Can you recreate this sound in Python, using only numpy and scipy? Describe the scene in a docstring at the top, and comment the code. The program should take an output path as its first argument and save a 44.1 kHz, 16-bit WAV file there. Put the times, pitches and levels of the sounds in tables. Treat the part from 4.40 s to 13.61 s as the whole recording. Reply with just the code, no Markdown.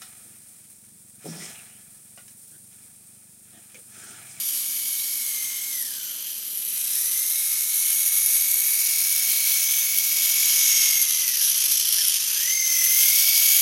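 """Three small servo motors on a table

Three hobby servos sweep their arms to and fro while the listener moves in on the nearest one.
Its pinion (the small gear on the motor) whines against a slightly off-centre gear, rising and falling
with the speed. Teeth rasp and rattle in the plastic cases, the motor brushes fizz, and loose gears click.
Behind that are the hum of the other two motors, a faint drone, two soft bumps and a quiet room.
A faint, very high hiss comes and goes."""
import sys
import numpy as np
from scipy import signal
from scipy.fft import rfft, irfft, next_fast_len
from scipy.io import wavfile
from scipy.ndimage import uniform_filter1d, map_coordinates

SR = 44100
rng = np.random.default_rng(int(sys.argv[2]) if len(sys.argv) > 2 else 0)


def wav_record(signal):
    """Record a signal, one row per channel, as 16-bit PCM in the file named by sys.argv[1]."""
    frames = np.transpose(np.atleast_2d(signal))
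    bounded = np.clip(frames, -1, 1)
    # unit amplitude maps onto the largest positive 16-bit level
    quanta = np.round(bounded * 32767).astype(np.int16)
    wavfile.write(sys.argv[1], SR, quanta)


N = 406161

# Tone colour of the room's rumble: frequency_hz, gain_db
ROOM_COLOUR = [(15, -32), (45, -15), (65, -20), (95, -13), (130, -2), (240, 1), (320, -0.5), (450, -5.5),
               (1000, -10.5), (4000, -19.5)]
# A faint low hum that comes and goes: start_s, end_s, first_pitch_hz, last_pitch_hz, level_db
DRONE_NOTES = [(-.1, .9, 246, 248.4, -64), (0.803, 2.196, 264, 263.3, -68), (5.5, 6.702, 200.1, 199, -61.5),
               (6.8, 7.848, 184, 177.2, -65.5)]
# Tone colour of the dull thud: frequency_hz, gain_db
THUD_COLOUR = [(40, -28), (120, 9), (300, -9), (800, -14), (2000, -50)]
# Tone colour of a faint, very high hiss: frequency_hz, gain_db
TOP_HISS_COLOUR = [(9000, -70), (13000, -22), (14200, 1), (15000, -16), (16000, 6)]
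# How that hiss comes and goes, compared with the level of the fizz: time_s, gain_db
TOP_HISS_GAIN = [(0, -5), (2, -15), (4.3, -9), (4.7, 7), (5.6, 9), (6.1, -4), (7.8, -38), (8.2, 9)]

# Speed of the second motor: time_s, turns_per_s
SECOND_SPEED = [(0, 235), (1.05, 231), (1.3, 238), (1.55, 214), (2.3, 196), (2.43, 222), (2.56, 242),
                (2.8, 247), (6.92, 245), (7.12, 226), (7.3, 178), (7.48, 190), (7.64, 217), (7.76, 180),
                (7.98, 162), (8.4, 171), (8.6, 200), (8.88, 234), (9.21, 236)]
# Speed of the third motor: time_s, turns_per_s
THIRD_SPEED = [(0, 240), (1.3, 228), (2.07, 200), (2.5, 230), (3.0, 223), (4.2, 236), (6.8, 236),
               (7.13, 224), (7.32, 238), (7.66, 213), (7.85, 167), (8.1, 240), (8.44, 221), (8.8, 237),
               (9.21, 234)]
# How strongly those two motors hum under their load: time_s, gain_db
HUM_GAIN = [(0, 0), (.5, -1.5), (1.4, -1), (2.48, 2.5), (3.1, -1), (4.5, 2.5), (6.8, -1.5), (7.5, -4),
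            (8.3, 2.5), (8.8, 2), (9.21, 1)]
# Speed of the nearest servo: time_s, teeth_per_s
NEAR_SPEED = [(0, 2273), (.8, 2220), (1.0, 2109), (1.3, 2170), (1.6, 1520), (1.77, 1380), (2.15, 999),
              (2.68, 2004), (3.0, 2185), (4.2, 2240), (6.15, 2229), (6.55, 2156), (6.8, 2073), (6.97, 1882),
              (7.08, 1607), (7.25, 1300), (7.52, 1315), (7.6, 1860), (7.65, 1473), (7.76, 1200),
              (7.88, 1355), (8.05, 1945), (8.14, 2116), (8.42, 2027), (8.85, 2245), (9.21, 2250)]
# Loudness of the gears, from their load and closeness: time_s, gain_db
GEAR_GAIN = [(0, -7), (1.0, -7), (1.38, -8.5), (1.52, -8.5), (2.13, -10), (2.5, -3.5), (3.1, -4),
             (3.6, -1.5), (4.4, 0), (5.1, 2.5), (5.6, 1), (6.05, 4), (6.33, 6), (6.57, 5.5), (6.7, 1),
             (7.1, 3), (8.2, 3), (8.65, 5), (9.21, 5.5)]

# Tone colour of the grinding heard through the cases: frequency_hz, gain_db
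GRIND_COLOUR = [(60, -68), (300, -18), (600, -28.5), (1000, -11), (1230, -9), (1420, -8), (1700, -3.5),
                (2000, -0.5), (2600, 6), (3150, 3), (3600, 1), (4600, -3), (6000, -13.5)]
# Tone colour of the rasping teeth: frequency_hz, gain_db
RASP_COLOUR = [(200, -80), (2000, -54), (3500, -5), (4500, -7), (4900, -1.5), (5500, 3.5), (6100, 5),
               (6700, 1.5), (7200, -4), (7700, -2.5), (8300, -11), (9500, -3.5), (14000, -41)]
# Tone colour of the brush fizz: frequency_hz, gain_db
FIZZ_COLOUR = [(300, -95), (4000, -31), (7000, -11.5), (8400, -9.5), (9100, -4.5), (9900, -3.5), (10900, 2),
               (11600, 3.5), (12300, 3.5), (13300, 1), (14000, -6), (14700, -31), (16000, -40)]
# Loudness of the fizz: time_s, level_db
FIZZ_LEVEL = [(0, -26.5), (.95, -28), (1.2, -29.5), (1.42, -27.5), (1.51, -31.5), (2.13, -32), (2.35, -26),
              (2.6, -24), (3.2, -25), (3.87, -21), (4.25, -25), (5.1, -24.5), (5.5, -25), (6.0, -22),
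              (6.61, -22), (6.66, -26), (7.1, -24.5), (8.22, -26.5), (8.6, -20), (9.21, -20)]
# Brief flares and drops of the rattle: time_s, half_length_s, fizz_db, rasp_db, grind_db
FLARES = [(3.879, .06, -0.5, 0, 0), (5.444, 0.058, -1.5, -1.5, -0.5), (6.622, 0.013, 4.5, 1, -1),
          (7.076, 0.061, 1.5, 2.5, 0), (7.274, 0.016, -2, -2, -1), (7.349, 0.031, 1.5, 0.5, -2),
          (7.429, 0.015, -4, 1, -3), (7.573, 0.078, 0.5, 1.5, -0.5), (7.67, 0.014, 3, 0, -1),
          (8.19, 0.097, -2.5, -2, -4), (9.133, 0.027, 1.5, 0.5, 1)]
# The listener moves in on the nearest case: time_s, nearness (0 far, 1 near)
NEARNESS = [(0, 0.27), (1.45, 0), (2.2, 0.76), (2.7, 0.47), (5.0, 0.71), (6.6, 0.96), (9.21, 0.88)]
# Tone colour of the gear noise from afar: frequency_hz, gain_db
COLOUR_FROM_AFAR = [(1500, 2.5), (2200, -1), (2550, -4.5), (2780, -24), (3200, 0), (4200, 6), (4900, -3),
                    (6000, 1.5), (7300, 2), (8200, 3), (10300, -1), (12000, -4), (13300, -0.5)]
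# The same from close by: frequency_hz, gain_db
COLOUR_UP_CLOSE = [(1500, 0.5), (2700, 0), (3600, -1.5), (4400, 2), (5900, -1.6), (7400, -1.5),
                   (8500, -0.5), (9700, 1), (11500, -1.5), (13200, 0.5), (14100, -7.5)]

# Narrow bands in which the plastic cases ring, low to high: pitch_hz, width_hz
RING_BANDS = [(3090, 395), (3240, 460), (3900, 290), (4850, 810), (5900, 900), (9300, 930), (10650, 410),
              (11000, 890), (12200, 1050)]
# One table for each band, in that order; each swells with load and closeness: time_s, level_db
FAR_HOLLOW_LEVEL = [(0, -47.5), (1.15, -48), (1.35, -54), (1.6, -43.5), (2.15, -45.5), (2.6, -51),
                    (3.25, -52), (3.5, -45), (3.7, -56), (4.3, -60), (7.6, -38.5), (9.21, -46.5)]
NEAR_HOLLOW_LEVEL = [(0, -52.5), (4.2, -64), (4.8, -41.5), (5.6, -42.5), (6.4, -35.5), (6.75, -42),
                     (7.7, -39), (8.02, -39), (8.14, -67), (8.3, -53), (8.55, -38), (9.21, -37.5)]
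MIDDLE_RING_LEVEL = [(0, -58), (2.1, -55), (2.5, -46), (4.1, -47), (4.6, -54), (6.3, -42), (9.21, -58)]
UPPER_RING_LEVEL = [(0, -43.5), (1.4, -46.5), (2.8, -51), (4.8, -48), (6.2, -36), (7.2, -36), (8.0, -49),
                    (8.2, -35), (8.45, -44), (8.7, -32), (9.21, -31.5)]
BRIGHT_RING_LEVEL = [(0, -48), (2.0, -48), (2.7, -39.5), (4.4, -40), (6.3, -34.5), (6.75, -32.5),
                     (7.6, -31), (8.0, -34), (8.2, -46), (8.7, -33.5), (9.21, -33)]
THIN_RING_LEVEL = [(0, -41), (1.7, -54), (2.7, -39), (5.2, -34.5), (6.8, -70), (7.2, -35), (7.9, -38),
                   (8.15, -50), (9.21, -38)]
FAR_SIZZLE_LEVEL = [(0, -52), (2.1, -50), (2.65, -29), (3.2, -34.5), (3.9, -29.5), (4.5, -42), (6.0, -42),
                    (9.21, -33)]
NEAR_SIZZLE_LEVEL = [(0, -44), (2.0, -49), (3.5, -31), (5.3, -34), (6.3, -33), (6.7, -32), (7.08, -26.5),
                     (7.6, -29), (8.2, -43), (9.21, -37)]
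TOP_SIZZLE_LEVEL = [(0, -45), (1.5, -50), (2.6, -37), (3.8, -30), (5.1, -29.5), (6.2, -54), (7.5, -41),
                    (8.2, -48), (8.7, -36), (9.21, -34)]
# A gear rubs and sets its case ringing: time_s, half_length_s, level_db
GEAR_RUBS = [(.61, .04, -43), (2.523, 0.077, -45), (2.971, 0.078, -44), (3.37, 0.098, -44),
             (3.626, 0.064, -46), (4.14, 0.081, -48), (7.07, 0.049, -38)]
# The gap between loose teeth snaps shut: time_s, strength_db
GEAR_SNAPS = [(0.0872, -13), (0.756, -15), (0.8639, -17), (1.4246, -15), (1.9325, -19), (1.979, -18),
              (2.173, -10.5), (2.2498, -15), (2.6115, -10), (3.6775, -9), (3.754, -10), (3.8609, -5),
              (4.1417, -2.5), (4.206, -7), (5.5857, -6), (5.7286, -9), (6.6245, -4), (7.6828, -6),
              (8.5749, -9), (9.1665, -5)]

# How the case passes the whine at each speed: teeth_per_s, first_harmonic_db, third_harmonic_db
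WHINE_BY_SPEED = [(1150.4, -78, -56), (1430, -57.5, -52), (1649.4, -52.5, -31), (1900, -45, -33.5),
                  (2100, -40, -32), (2120, -40, -32.5), (2240, -39.5, -39.5), (2290, -37, -41)]
# How far the whine's lowest tone stands out of the gear noise: time_s, gain_db
FIRST_HARMONIC_GAIN = [(0, -5), (.22, -8), (.36, -2), (.7, -0.5), (.95, 3), (1.3, 3), (1.7, 9), (2.35, -3),
                       (2.7, -2.5), (4.9, 0), (6.6, -1.5), (6.75, -4.5), (7.05, -1), (7.25, -20), (7.6, 4),
                       (7.75, -4), (7.87, -2), (7.97, 2), (8.15, 2), (9.21, -0.5)]
# How far its third harmonic (three times the pitch) stands out: time_s, gain_db
THIRD_HARMONIC_GAIN = [(0, 4), (.65, 4), (1.0, 2.5), (1.35, 2), (1.55, 0), (2.5, -1), (2.75, 0), (3.0, -4),
                       (3.6, 4), (4.6, 1), (4.95, -4.5), (5.9, 1.5), (6.35, 3), (6.62, -2.5), (6.75, -5),
                       (7.25, -12), (7.6, 3), (8.03, -6), (8.09, 2.5), (8.45, -0.5), (8.7, -5), (9.21, 2)]
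# Two more harmonics, heard mostly at full speed: time_s, second_harmonic_db, fifth_harmonic_db
EDGE_LEVELS = [(0, -50, -36), (.65, -46, -41), (.9, -53, -40), (1.5, -79, -65), (3.0, -60, -50),
               (4.6, -54, -38), (5.8, -44, -38), (6.7, -61, -57), (8.5, -56, -58), (9.21, -54, -49)]

PINION_TEETH, GEAR_TEETH = 10, 50
FULL_TEETH_PER_S, FULL_TURNS_PER_S = 2190, 284  # running freely: the nearest servo, the other motors
TOP_HZ = 15900


def amp(db):
    """Turn decibels into a number to multiply by."""
    return 10 ** (np.asarray(db) / 20)


def unit(x):
    """Scale x to an average strength (rms) of 1."""
    return x / np.sqrt(np.mean(x ** 2) + 1e-20)


def curves(rows):
    """Join a table's points with lines: one value per sample for each column after the time."""
    times, *columns = np.transpose(rows)
    return [np.interp(np.arange(N) / SR, times, column) for column in columns]


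def wobble(rate):
    """A smooth random curve that heads for a new value rate times a second."""
    points = rng.standard_normal(int(N * rate / SR) + 4)
    steps = np.arange(0, len(points) - 1, 1 / 10)
    return np.interp(np.arange(N) * rate / SR, steps, map_coordinates(points, [steps]))


def swell(time_s, half_length_s):
    """A bell-shaped rise and fall that reaches 1 at time_s."""
    return np.exp(-((np.arange(N) / SR - time_s) / half_length_s) ** 2)


def filtered(x, response):
    """Multiply each frequency in x by response(hz)."""
    size = next_fast_len(N + 8192)
    return irfft(rfft(x, size) * response(np.fft.rfftfreq(size, 1 / SR)), size)[:N]


def shaped(x, colour):
    """Give x the tone colour in a table."""
    points_hz, gain_db = np.transpose(colour)
    return filtered(x, lambda hz: amp(np.interp(np.log(hz + 1), np.log(points_hz), gain_db)))


def coloured(x, colour):
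    """Give x a tone colour and a strength of 1."""
    return unit(shaped(x, colour))


def resonance(x, hz, width_hz):
    """Let x ring in one band around hz, at a strength of 1."""
    return unit(filtered(x, lambda f: (1j * f * width_hz / (hz * hz - f * f + 1j * f * width_hz)) ** 2))


def angle(rate):
    """The angle, in radians, of a shaft that turns rate times a second."""
    return 2 * np.pi * np.cumsum(rate) / SR


def impacts(phase, scatter_db):
    """One tiny blow of random size and sign in each cycle."""
    at = np.flatnonzero(np.diff(np.floor(phase / (2 * np.pi))) > 0)
    signs, sizes = rng.standard_normal((len(at), 2)).T
    blows = np.zeros(N)
    blows[at] = np.sign(signs) * amp(scatter_db * np.clip(sizes, -2, 2))
    return unit(blows)


def closeness(far, close):
    """Slide from far to close as the gears get louder and the nearest servo stands out."""
    return np.interp(curves(GEAR_GAIN)[0], [-7, 0.5], [far, close])


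def slowness():
    """About 0 when the nearest servo runs freely, 1 if it stands still."""
    return 1 - curves(NEAR_SPEED)[0] / FULL_TEETH_PER_S


def room():
    """The low rumble of a quiet room."""
    return amp(-59.5 + 0.4 * wobble(14)) * coloured(rng.standard_normal(N), ROOM_COLOUR)


def drone():
    """A faint, wavering low hum fades in, drifts in pitch and fades out."""
    t = np.arange(N) / SR
    fade_s = 0.075
    notes = np.zeros(N)
    for start, end, first_hz, last_hz, db in DRONE_NOTES:
        fade = np.clip(np.minimum(t - start, end - t) / fade_s, 0, 1)
        pitch_hz = np.interp(t, [start, end], [first_hz, last_hz])
        notes += amp(db) * fade * np.sin(angle(pitch_hz) + 0.29 * wobble(30))
    return notes * amp(1.9 * wobble(14))


def bumps():
    """A soft, low thud, and later a dull knock from one short push on the table."""
    thud = swell(time_s=3.86, half_length_s=0.024) * coloured(rng.standard_normal(N), THUD_COLOUR)
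    knock_s, push_s = 8.839, 0.00094
    age = np.maximum(np.arange(N) / SR - knock_s, 0) / push_s
    knock = (age > 0) * (1 - 2 * age + age * age / 2) * np.exp(-age)
    return amp(-55.5) * thud + amp(-31) * knock


def top_hiss(noise):
    """A faint, very high hiss that comes and goes."""
    return amp(curves(TOP_HISS_GAIN)[0]) * coloured(noise, TOP_HISS_COLOUR)


def rotor(shaft, speed):
    """A motor's three-pole core hums at three times its speed; as it slows, the hum fades and falters."""
    slow = np.clip(1 - curves(speed)[0] / FULL_TURNS_PER_S, 0, 1)
    jitter = (0.22 + 2 * slow) * wobble(35)
    tone = np.sin(3 * shaft + jitter) + amp(-9) * np.sin(2 * shaft) + amp(-7) * np.sin(shaft)
    level_db = 0.67 * curves(GEAR_GAIN)[0] + curves(HUM_GAIN)[0] - 14 * slow
    waver_db = (1.6 + 14 * slow) * np.tanh(wobble(14))
    return amp(level_db + waver_db) * tone


def motor_hum(second, third):
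    """The other two motors hum; the second booms or rings where it meets a resonance of its case."""
    boom_hz, boom_width_hz = 710, 13
    boom_db = np.exp(-((3 * curves(SECOND_SPEED)[0] - boom_hz) / boom_width_hz) ** 2)
    ring = resonance(np.sin(5 * second + 0.96 * wobble(70)), hz=1233, width_hz=160)
    hum = amp(-64.3 + boom_db) * rotor(second, SECOND_SPEED) + amp(-69) * rotor(third, THIRD_SPEED)
    return hum + amp(-67 + 2 * wobble(9)) * ring


def chatter(shaft, scatter_db, decay_s):
    """Once a turn the teeth knock together, and the chatter dies within milliseconds."""
    t = np.arange(SR // 50) / SR
    knocks = np.abs(impacts(shaft + 0.5 * wobble(120), scatter_db))
    return unit(signal.fftconvolve(knocks, np.exp(-t / decay_s))[:N])


def evened(x):
    """Hold the strength of x near 1 over each tenth of a second."""
    return x / np.sqrt(uniform_filter1d(x ** 2, SR // 10))


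def tooth_contact(gear, second, third):
    """How hard the teeth press: slack makes them sway and knock, most at low speed; loose ones tick."""
    slack_db = closeness(far=1.5, close=3.5) + 3.5 * slowness()
    sway = 0.44 * np.cos(2 * gear + 0.5 * wobble(40)) + 0.25 * np.cos(gear + 0.5 * wobble(25))
    knocks = chatter(third, scatter_db=7.5, decay_s=0.00071)
    knocks += 0.27 * chatter(second, scatter_db=8, decay_s=0.00088)
    contact = amp(slack_db * (sway + 0.25 * wobble(200)) + 0.46 * wobble(40))
    contact *= 0.5 + 0.13 * slack_db * knocks
    ticks_per_s = 35 * amp(5 * wobble(30))
    ticks = chatter(angle(ticks_per_s), scatter_db=5, decay_s=0.00091)
    softened = np.tanh(evened(contact) / 1.4)  # rounds off the hardest knocks
    return evened(softened * (1 + 0.061 * ticks))


def tooth_blows(shafts):
    """Every tooth of each motor's pinion lands with a tiny blow."""
    return unit(sum(impacts(PINION_TEETH * shaft, scatter_db=5.5) for shaft in shafts))


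def case_rings(blows):
    """Tooth blows make the plastic cases ring in narrow bands."""
    levels = (FAR_HOLLOW_LEVEL, NEAR_HOLLOW_LEVEL, MIDDLE_RING_LEVEL, UPPER_RING_LEVEL,
              BRIGHT_RING_LEVEL, THIN_RING_LEVEL, FAR_SIZZLE_LEVEL, NEAR_SIZZLE_LEVEL, TOP_SIZZLE_LEVEL)
    return sum(amp(curves(level)[0] + 1.4 * wobble(8.8)) * resonance(blows, hz, width_hz)
               for (hz, width_hz), level in zip(RING_BANDS, levels))


def scrapes(blows):
    """Short surges of rubbing teeth make a case ring in one band."""
    surges = sum(amp(db) * swell(time_s, half_s) for time_s, half_s, db in GEAR_RUBS)
    return surges * resonance(blows, hz=3910, width_hz=210)


def brushes(shafts):
    """The brushes that feed each motor slide along and spark as they break contact six times a turn."""
    sparks = unit(sum(impacts(6 * shaft, scatter_db=5) for shaft in shafts))
    return 0.55 * sparks + rng.standard_normal(N)


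def load_flutter():
    """The load flutters and flares as the arms turn: decibel curves for fizz, rasp and grinding."""
    flares_db = sum(np.outer(dbs, swell(time_s, half_s)) for time_s, half_s, *dbs in FLARES)
    return 0.53 * wobble(14) + flares_db


def listening_position(x):
    """The tone colour changes as the listener moves in; the turning arms shift the treble in patches."""
    near = np.clip(curves(NEARNESS)[0], 0, 1)
    blend = (1 - near) * shaped(x, COLOUR_FROM_AFAR) + near * shaped(x, COLOUR_UP_CLOSE)
    hz, _, spectrum = signal.stft(blend, SR, nperseg=512)
    patches = uniform_filter1d(rng.standard_normal(spectrum.shape), size=4, axis=0)  # smooth in pitch
    patches = uniform_filter1d(patches, size=50, axis=1)  # and in time
    depth_db = 2.2 * np.minimum(hz / 4900, 1)[:, None]  # the arms block low sounds less
    return signal.istft(spectrum * amp(depth_db * unit(patches)), nperseg=512)[1][:N]


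def gear_noise(gear, second, third):
    """Teeth strike and slide, grinding and rasping through the cases while the brushes fizz above."""
    gears_db = curves(GEAR_GAIN)[0]
    shafts = gear * GEAR_TEETH / PINION_TEETH, second, third
    contact = tooth_contact(gear, second, third)
    strike_and_slide = lambda: tooth_blows(shafts) + rng.standard_normal(N)
    grind = coloured(strike_and_slide() * contact ** 0.37, GRIND_COLOUR)
    rasp = coloured(strike_and_slide() * contact ** 0.5, RASP_COLOUR)
    rings = case_rings(tooth_blows(shafts) * contact)
    rubbing = scrapes(tooth_blows(shafts) * contact)
    crackle = brushes(shafts) * contact
    fizz_and_hiss = coloured(crackle, FIZZ_COLOUR) + top_hiss(crackle)
    fizz_flutter_db, rasp_flutter_db, grind_flutter_db = load_flutter()
    grind *= amp(-38.5 + 0.83 * gears_db + grind_flutter_db)
    rasp *= amp(-30.5 + 1.11 * gears_db + rasp_flutter_db)
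    fizz_and_hiss *= amp(curves(FIZZ_LEVEL)[0] + fizz_flutter_db)
    rings *= amp((fizz_flutter_db + rasp_flutter_db) / 2)
    return listening_position(grind + rasp + fizz_and_hiss) + rings + rubbing


def clicks():
    """Loose teeth cross the gap between them and land with a short, bright snap."""
    t = np.arange(SR // 50) / SR
    noise = coloured(rng.standard_normal(N), FIZZ_COLOUR)
    noise += 0.14 * coloured(rng.standard_normal(N), RASP_COLOUR)
    rise_s, fade_s = 0.00068, 0.0072
    shape = amp(-60 * t / fade_s) * (1 - np.exp(-t / rise_s))
    snaps = np.zeros(N)
    for time_s, db in GEAR_SNAPS:
        at = round(time_s * SR)
        snap = shape * noise[at:at + len(t)]
        snaps[at:at + len(t)] += amp(db - 1.5) * snap / np.abs(snap).max()
    return snaps


def tooth_tone(gear, harmonic, swing, pulse_db, rough):
    """One harmonic of the meeting teeth; the off-centre gear bends and swells it once a turn."""
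    off_centre = closeness(far=0.78, close=0.9)
    smear = 1 + 11 * np.clip(slowness() - 0.07, 0, 0.16)  # slower teeth lose contact and chatter
    sway = np.sin(gear) + 0.27 * np.sin(2 * gear)  # a slightly oval gear adds two bends a turn
    bend = off_centre * (swing * sway + rough * smear * wobble(300))
    pulse = amp(off_centre * pulse_db * (np.cos(gear + 1.23) + 0.39 * wobble(130)))
    return unit(pulse * np.sin(harmonic * GEAR_TEETH * gear + bend))


def whine(gear):
    """The nearest pinion sings on its gear; the case favours the third harmonic just under full speed."""
    gears_db = curves(GEAR_GAIN)[0]
    speeds, *gains = np.transpose(WHINE_BY_SPEED)
    first_db, third_db = [np.interp(curves(NEAR_SPEED)[0], speeds, gain) for gain in gains]
    first_db += gears_db + curves(FIRST_HARMONIC_GAIN)[0]
    third_db += 1.33 * gears_db + curves(THIRD_HARMONIC_GAIN)[0]
    second_db, fifth_db = curves(EDGE_LEVELS)
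    first = tooth_tone(gear, harmonic=1, swing=1.01, pulse_db=5, rough=0.4)
    second = tooth_tone(gear, harmonic=2, swing=1, pulse_db=4, rough=0.46)
    roughness = closeness(far=1, close=0.77)  # a buzz from afar, a whistle close by
    third = tooth_tone(gear, harmonic=3, swing=2.34, pulse_db=3.5, rough=roughness)
    third = resonance(third, hz=6360, width_hz=2300)
    fifth = tooth_tone(gear, harmonic=5, swing=4, pulse_db=7, rough=0.63)
    return amp(first_db) * first + amp(second_db) * second + amp(third_db) * third + amp(fifth_db) * fifth


def scene():
    """Three servos in a quiet room, driven by the angles of the nearest gear and the other two motors."""
    gear = angle(curves(NEAR_SPEED)[0] / GEAR_TEETH * (1 + 0.001 * wobble(8)))
    second = angle(curves(SECOND_SPEED)[0] * (1 + 0.002 * wobble(6)))
    third = angle(curves(THIRD_SPEED)[0] * (1 + 0.005 * wobble(6)))
    rumble = room()
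    servos = whine(gear) + motor_hum(second, third) + gear_noise(gear, second, third) + clicks()
    return (rumble + bumps() + drone() + servos)[None]


def record(dry):
    """Cut away all sound above TOP_HZ."""
    return filtered(dry[0], lambda hz: hz < TOP_HZ)[None]


dry = scene()
out = record(dry)
wav_record(out)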